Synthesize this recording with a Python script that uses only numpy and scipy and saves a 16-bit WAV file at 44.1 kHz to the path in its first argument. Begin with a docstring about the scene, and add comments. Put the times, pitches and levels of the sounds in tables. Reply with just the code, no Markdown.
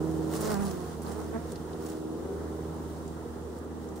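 """A garden with flowering ivy. A bee darts close past the microphone, its wingbeats buzzing,
and others hum among the flowers. A far engine drones, its overtones fading in and out on the air.
Leaves rustle and stems tick softly as they slip, over a low outdoor wash."""
import sys
import numpy as np
from scipy import signal
from scipy.io import wavfile
from scipy.ndimage import uniform_filter1d

SR = 44100
rng = np.random.default_rng(int(sys.argv[2]) if len(sys.argv) > 2 else 0)


def master(y):
    """Save y as 16-bit WAV."""
    cut = np.clip(np.atleast_2d(y).T, -1, 1)
    pcm = np.round(cut * 32767)  # scale
    wavfile.write(sys.argv[1], SR, pcm.astype(np.int16))


N = 176400
T = np.arange(N) / SR
BEE_PAN_DB = -4
LEAF_LIKENESS = 0.33
# left-right correlation of air noise: freq_hz, likeness
AIR_LIKENESS = [(30, 0), (80, 0.89), (170, 1), (400, 0.99), (800, 0.27), (2500, 0), (8000, 0)]


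def from_db(db):
    """Decibels to gain."""
    return 10 ** (np.asarray(db) / 20)


def unit_rms(x):
    """Scale to unit power."""
    return x / np.sqrt(np.mean(x ** 2) + 1e-20)


def in_time(rows):
    """Value columns of a time table at every sample."""
    time_s, *columns = np.transpose(rows)
    return [np.interp(T, time_s, column) for column in columns]


def envelope(rows):
    """Gain per sample from rows of time_s, level_db."""
    return from_db(in_time(rows)[0])


def at_hz(points, hz):
    """Read a spectrum on a log-frequency axis."""
    freq_hz, values = np.transpose(points)
    return np.interp(np.log(hz), np.log(freq_hz), values)


def pan(db):
    """Channel gains for a left-minus-right level."""
    return from_db(np.array([[1], [-1]]) * db / 2)


def drift(rate_hz):
    """Smooth random wander, unit RMS."""
    hop, settle = 100, 2000
    pole = np.exp(-2 * np.pi * rate_hz * hop / SR)
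    noise = rng.standard_normal(N // hop + settle + 2)
    slow = signal.lfilter([1], [1, -2 * pole, pole * pole], noise)[settle:]
    return np.interp(np.arange(N) / hop, np.arange(len(slow)), unit_rms(slow))


def stereo(mid, side, likeness):
    """Two channels with a given correlation."""
    return np.sqrt(1 + likeness) * mid + np.sqrt(1 - likeness) * side * np.array([[1], [-1]])


def bandpass(x, order, low_hz, high_hz):
    """Butterworth band-pass."""
    return signal.sosfilt(signal.butter(order, [low_hz, high_hz], "band", fs=SR, output="sos"), x)


def coloured(sources, spectrum, likeness, flicker_db):
    """Half-octave bands from two mid/side sources in turn, each flickering on its own; unit RMS."""
    edges_hz = 15900 * 2 ** (np.arange(-19, 1) / 2)
    out = 0
    for k, (low_hz, high_hz) in enumerate(zip(edges_hz, edges_hz[1:])):
        hz = np.sqrt(low_hz * high_hz)
        if spectrum[0][0] <= hz <= spectrum[-1][0]:
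            mid, side = bandpass(sources[k % 2], 3, low_hz, high_hz)
            gain = from_db(at_hz(spectrum, hz) + flicker_db * drift(19))
            out += gain * stereo(mid, side, at_hz(likeness, hz))
    return unit_rms(out)


def partial(phase, width, drift_hz):
    """One tone with scattered reflections that differ between the ears."""
    scatter = width * (.5 * drift(drift_hz) * np.cos(phase) + 1.3 * drift(drift_hz) * np.sin(phase))
    return np.sqrt(2) * np.cos(phase) + scatter * np.array([[1], [-1]])


def flight(path, churn):
    """Unsteady wingbeats of a near bee and the air they chop, swelling as it comes closer."""
    # upper wingbeat harmonics: freq_hz, gain_db
    wing_spectrum = [(590, -2.5), (640, 0), (685, 5.5), (820, 2), (910, -2.5), (1090, 0), (1280, -5.5),
                     (1500, -7.5), (1900, -15.5), (2600, -28)]
    jitter, flutter_db = .0135, 2.5
    dispersion_rad = .7  # spreads each stroke over its cycle
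    wingbeat_hz, first_db, second_db, upper_db = in_time(path)
    phase = 2 * np.pi * np.cumsum(wingbeat_hz * (1 + jitter * drift(39.5))) / SR
    levels_db = [first_db, second_db]
    for k in range(3, 11):
        levels_db.append(upper_db + at_hz(wing_spectrum, k * wingbeat_hz) + flutter_db * drift(32))
    buzz = sum(from_db(db) * partial(k * phase + dispersion_rad * k * k, width=.7, drift_hz=1.6)
               for k, db in enumerate(levels_db, 1))
    chopped_air = from_db(upper_db - 2) * churn * (1 + .42 * np.cos(phase))
    gate = uniform_filter1d(1. * ((T > path[0][0]) & (T < path[-1][0])), size=1000)
    return pan(BEE_PAN_DB) * gate * (buzz + chopped_air)


def near_bee():
    """Close flights, and one soft puff of wake on the microphone."""
    # one table per flight, turns shift the balance: time_s, wingbeat_hz, first_db, second_db, upper_db
    paths = [
        [(.3, 226.2, -52, -50, -59), (.39, 217.8, -43, -49, -57.5), (.445, 212.4, -45, -35.5, -51.5),
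         (.49, 215, -41, -37.5, -46), (.525, 206.7, -37, -38, -45.5), (.565, 195.6, -36, -43.5, -48),
         (.62, 201.5, -34.5, -39, -50.5), (.67, 196.4, -37, -40, -52), (.72, 188.1, -46, -44, -63.5),
         (.78, 181.3, -45, -41.5, -59), (.88, 179.9, -51, -46, -59), (.97, 177.3, -60, -47, -70)],
        [(1.04, 190.2, -54, -57, -59), (1.1, 196.4, -42, -43, -55), (1.15, 203.8, -58, -50, -60),
         (1.2, 215.5, -47.5, -42, -53), (1.28, 223.9, -57, -62, -66)],
        [(1.31, 225.2, -56, -54, -78), (1.34, 226, -42.5, -39.5, -54), (1.365, 226, -35, -38.5, -47),
         (1.39, 229.4, -47, -50, -58), (1.425, 234.3, -44, -55, -60), (1.49, 231, -58, -58, -70)],
        [(2.2, 192, -60, -52, -66), (2.27, 196.6, -57, -42, -65), (2.34, 199.8, -61, -40.5, -72),
         (2.43, 202.4, -60, -54, -73)],
        [(3.66, 200, -61, -68, -71), (3.77, 195.9, -51, -54, -68), (3.95, 194.3, -52.5, -53, -68)],
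    ]
    # air churned by the wings: freq_hz, density_db
    churn_spectrum = [(280, -3), (450, -27), (800, 4), (1200, 5.5), (1700, 0), (2500, -8)]
    puff_s, puff_half_width_s, puff_db = .62, .022, -43
    churn = coloured(rng.standard_normal((2, 2, N)), churn_spectrum, AIR_LIKENESS, flicker_db=3.5)
    rumble = unit_rms(bandpass(rng.standard_normal((2, N)), 2, low_hz=15, high_hz=55))
    puff = from_db(puff_db) * np.exp(-((T - puff_s) / puff_half_width_s) ** 2) * rumble
    return sum(flight(path, churn) for path in paths) + puff


def engine():
    """Firing pulses as a stack of orders, smeared by the exhaust pipe and fading slowly on their way."""
    # firing rate: time_s, rate_hz
    firing = [(0, 79.44), (.5, 79.97), (1.5, 79.46), (2.0, 79.2), (2.5, 79.58), (4, 79.16)]
    # levels of orders 1, 2, 4 and of the overtone stack: time_s, level_db
    first = [(0, -44), (.8, -46), (1.1, -42.5), (1.65, -46.5), (1.85, -51), (2.1, -51.5), (2.4, -42.5),
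             (2.9, -45), (4, -47)]
    second = [(0, -37), (.3, -38.5), (.75, -45.5), (1.15, -48), (1.5, -46), (1.8, -49.5), (2.3, -50),
              (2.68, -43), (2.9, -49), (3.1, -46.5), (3.3, -52), (4, -53)]
    fourth = [(0, -34), (.28, -35), (.55, -47), (1.05, -50), (1.3, -43), (1.65, -50), (1.85, -42.5),
              (2.12, -39), (2.3, -50), (2.5, -42), (2.75, -46.5), (3.3, -51), (4, -48)]
    stack_level = [(0, -33), (.25, -35.5), (0.602, -46.5), (1.62, -47.5), (1.85, -40.5), (2.12, -40),
                   (2.45, -41.5), (2.8, -45), (3.2, -44.5), (4, -44)]
    # overtone stack, fractions from uneven firing: firing_multiple, gain_db
    overtones = [(1.5, -23.5), (2.25, -14.5), (2.5, -26), (3.25, -13.5), (3.5, -15.5), (4.25, -14),
                 (4.5, -22.5), (4.75, -19.5), (5, -8), (5.25, -24), (5.5, -18.5), (6, -10), (7, -22),
                 (8, -26), (9, -21.5), (10, -24.5), (11, -31), (12, -27), (13, -26)]
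    third_db, fade_db, dispersion_rad, jitter = -48.5, 1.6, .4, .0033
    phase = 2 * np.pi * np.cumsum(in_time(firing)[0] * (1 + jitter * drift(12.8))) / SR

    def order(k):
        return partial(k * phase + dispersion_rad * k * k, width=.47 * min(k / 2, 1) ** 2, drift_hz=1)

    stack = sum(from_db(db + fade_db * drift(1.6)) * order(k) for k, db in overtones)
    drone = envelope(first) * order(1) + envelope(second) * order(2)
    drone += from_db(third_db) * order(3) + envelope(fourth) * order(4)
    return pan(db=-2.5) * (drone + envelope(stack_level) * stack)


def leaves():
    """Each brush of leaves is a swell of dense, tiny slips."""
    # leaves brushing: peak_s, rise_s, fall_s, level_db
    brushes = [(.05, 0.23, 0.6, -54.5), (.36, 0.043, 0.029, -39.5), (0.414, 0.02, 0.056, -43),
               (.47, 0.058, 0.045, -40.5), (.523, 0.053, 0.032, -38.5), (.685, 0.072, 0.044, -43),
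               (.85, 0.23, 0.11, -55), (1.028, 0.0065, 0.0054, -53), (1.115, 0.058, 0.016, -47),
               (1.2, 0.067, 0.063, -50.5), (1.51, 0.029, 0.021, -50.5), (1.872, 0.048, 0.075, -47.5),
               (2.95, 0.29, 0.2, -62), (3.58, 0.046, 0.011, -58), (3.838, 0.027, .03, -58.5),
               (3.97, 0.0098, .04, -54.5)]
    # rustle: freq_hz, density_db
    spectrum = [(500, 14.5), (1500, 3.5), (2600, -12), (4200, -0.5), (5400, -5), (7000, -1), (9500, -2),
                (12000, -4.5), (14500, -4.5), (16000, -6)]
    slips_per_s, spread_db = 3600, 3
    power = sum(from_db(2 * db) * np.exp(-((T - peak_s) / np.where(T < peak_s, rise_s, fall_s)) ** 2)
                for peak_s, rise_s, fall_s, db in brushes)
    onsets = rng.random(N) < slips_per_s / SR
    strength = from_db(spread_db * np.minimum(rng.exponential(1, N), 4))
    slips = onsets * strength * rng.standard_normal((2, 2, N))
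    return np.sqrt(power) * coloured(slips + 1e-18, spectrum, [(1000, LEAF_LIKENESS)], flicker_db=1.2)


def stems():
    """A stem slips: a short crackle round one broad resonance."""
    # stem ticks: start_s, level_db, centre_hz, bandwidth_ratio
    ticks = [(.337, -40, 8000, .6), (0.365, -35, 9000, 0.75), (.408, -33, 10000, 0.51),
             (0.415, -33.5, 11000, .6), (0.71, -40.5, 6000, 0.95), (1.019, -44.5, 10100, .5),
             (1.033, -46, 12000, .5), (1.065, -46.5, 4180, .3), (1.12, -45, 9000, .6),
             (1.519, -41, 8550, .8), (1.557, -45.5, 4550, 0.32), (1.731, -49, 4000, 0.44),
             (1.864, -42, 8060, .5), (1.898, -43, 8300, .6), (3.078, -48.5, 7470, 0.14),
             (3.585, -50, 10000, 0.46), (3.888, -53, 6340, .25), (3.959, -49, 9000, 0.91)]
    decay_s = .0056
    out = 0
    for start_s, level_db, centre_hz, bandwidth_ratio in ticks:
        radius = np.exp(-np.pi * bandwidth_ratio * centre_hz / SR)
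        resonator = [1, -2 * radius * np.cos(2 * np.pi * centre_hz / SR), radius * radius]
        mid, side = signal.lfilter([1, 0, -1], resonator, rng.standard_normal((2, N)))
        decay = (T >= start_s) * np.exp(-abs(T - start_s) / decay_s)
        out += from_db(level_db) * decay * unit_rms(stereo(mid, side, LEAF_LIKENESS))
    return out


def far_bees(count=4):
    """Farther bees wander in pitch, place and loudness, duller with distance."""
    # hum per bee: time_s, level_db
    level = [(0, -49.5), (1.5, -55), (1.95, -53), (2.3, -53.5), (2.6, -53), (3.3, -57.5), (4, -58.5)]
    # wingbeat harmonics: freq_hz, gain_db
    spectrum = [(200, -10), (400, -0.5), (600, -10.5), (1000, -19.5), (1700, -27.5)]
    centre_hz, spread, wander, jitter = 202.7, .11, .04, .021
    out = 0
    for wingbeat_hz in centre_hz * (1 + spread * np.linspace(-1, 1, count)):
        pitch_hz = wingbeat_hz * (1 + wander * drift(1.5) + jitter * drift(30.6))
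        phase = 2 * np.pi * np.cumsum(pitch_hz) / SR
        buzz = sum(from_db(at_hz(spectrum, k * wingbeat_hz)) * np.cos(k * phase) for k in range(1, 9))
        out += pan(BEE_PAN_DB + 6 * drift(.96)) * from_db(2.85 * drift(.96)) * unit_rms(buzz)
    return envelope(level) * out


def air():
    """Low outdoor wash and the faint hiss of distant foliage."""
    # noise spectra: freq_hz, density_db
    wash_spectrum = [(25, -6), (46, -9.5), (70, 2), (100, 0.5), (135, 1), (190, 0.5), (290, 1.5), (420, 4),
                     (590, -6), (850, -5.5), (1200, -10), (1700, -18), (2400, -54)]
    hiss_spectrum = [(2000, -8.5), (2900, -3), (4100, -2.5), (5500, -6), (8000, -1), (10000, -3.5),
                     (14000, -6.5)]
    # noise levels: time_s, level_db
    wash_level = [(0, -41), (.6, -40), (1.0, -42.5), (1.6, -41.5), (2.0, -44.5), (2.6, -41.5), (3.3, -43),
                  (4, -43)]
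    hiss_level = [(0, -55.5), (.94, -53.5), (1.0, -57.5), (1.08, -55), (1.6, -55.5), (2.1, -57),
                  (2.5, -56.5), (3.0, -56.5), (3.2, -58), (3.55, -58.5), (3.68, -60.5), (3.85, -58.5),
                  (4, -60)]
    wash = coloured(rng.standard_normal((2, 2, N)), wash_spectrum, AIR_LIKENESS, flicker_db=1.76)
    hiss = coloured(rng.standard_normal((2, 2, N)), hiss_spectrum, AIR_LIKENESS, flicker_db=.45)
    return pan(db=-1.2) * (envelope(wash_level) * wash + envelope(hiss_level) * hiss)


def scene():
    """Engine, bees, ivy and air together."""
    return engine() + near_bee() + far_bees() + pan(db=-2) * (leaves() + stems()) + air()


def record(dry):
    """Brief fade-in, high-treble notch, steep low-pass."""
    fade_s, notch_hz, notch_depth, cutoff_hz = .006, 11950, .92, 15700
    faded = dry * np.minimum(T / fade_s, 1)
    notched = signal.lfilter(*signal.iirnotch(notch_hz, Q=4, fs=SR), faded)
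    blend = faded + notch_depth * (notched - faded)
    return signal.sosfilt(signal.ellip(12, .2, 90, cutoff_hz, fs=SR, output="sos"), blend)


dry = scene()
out = record(dry)
master(out)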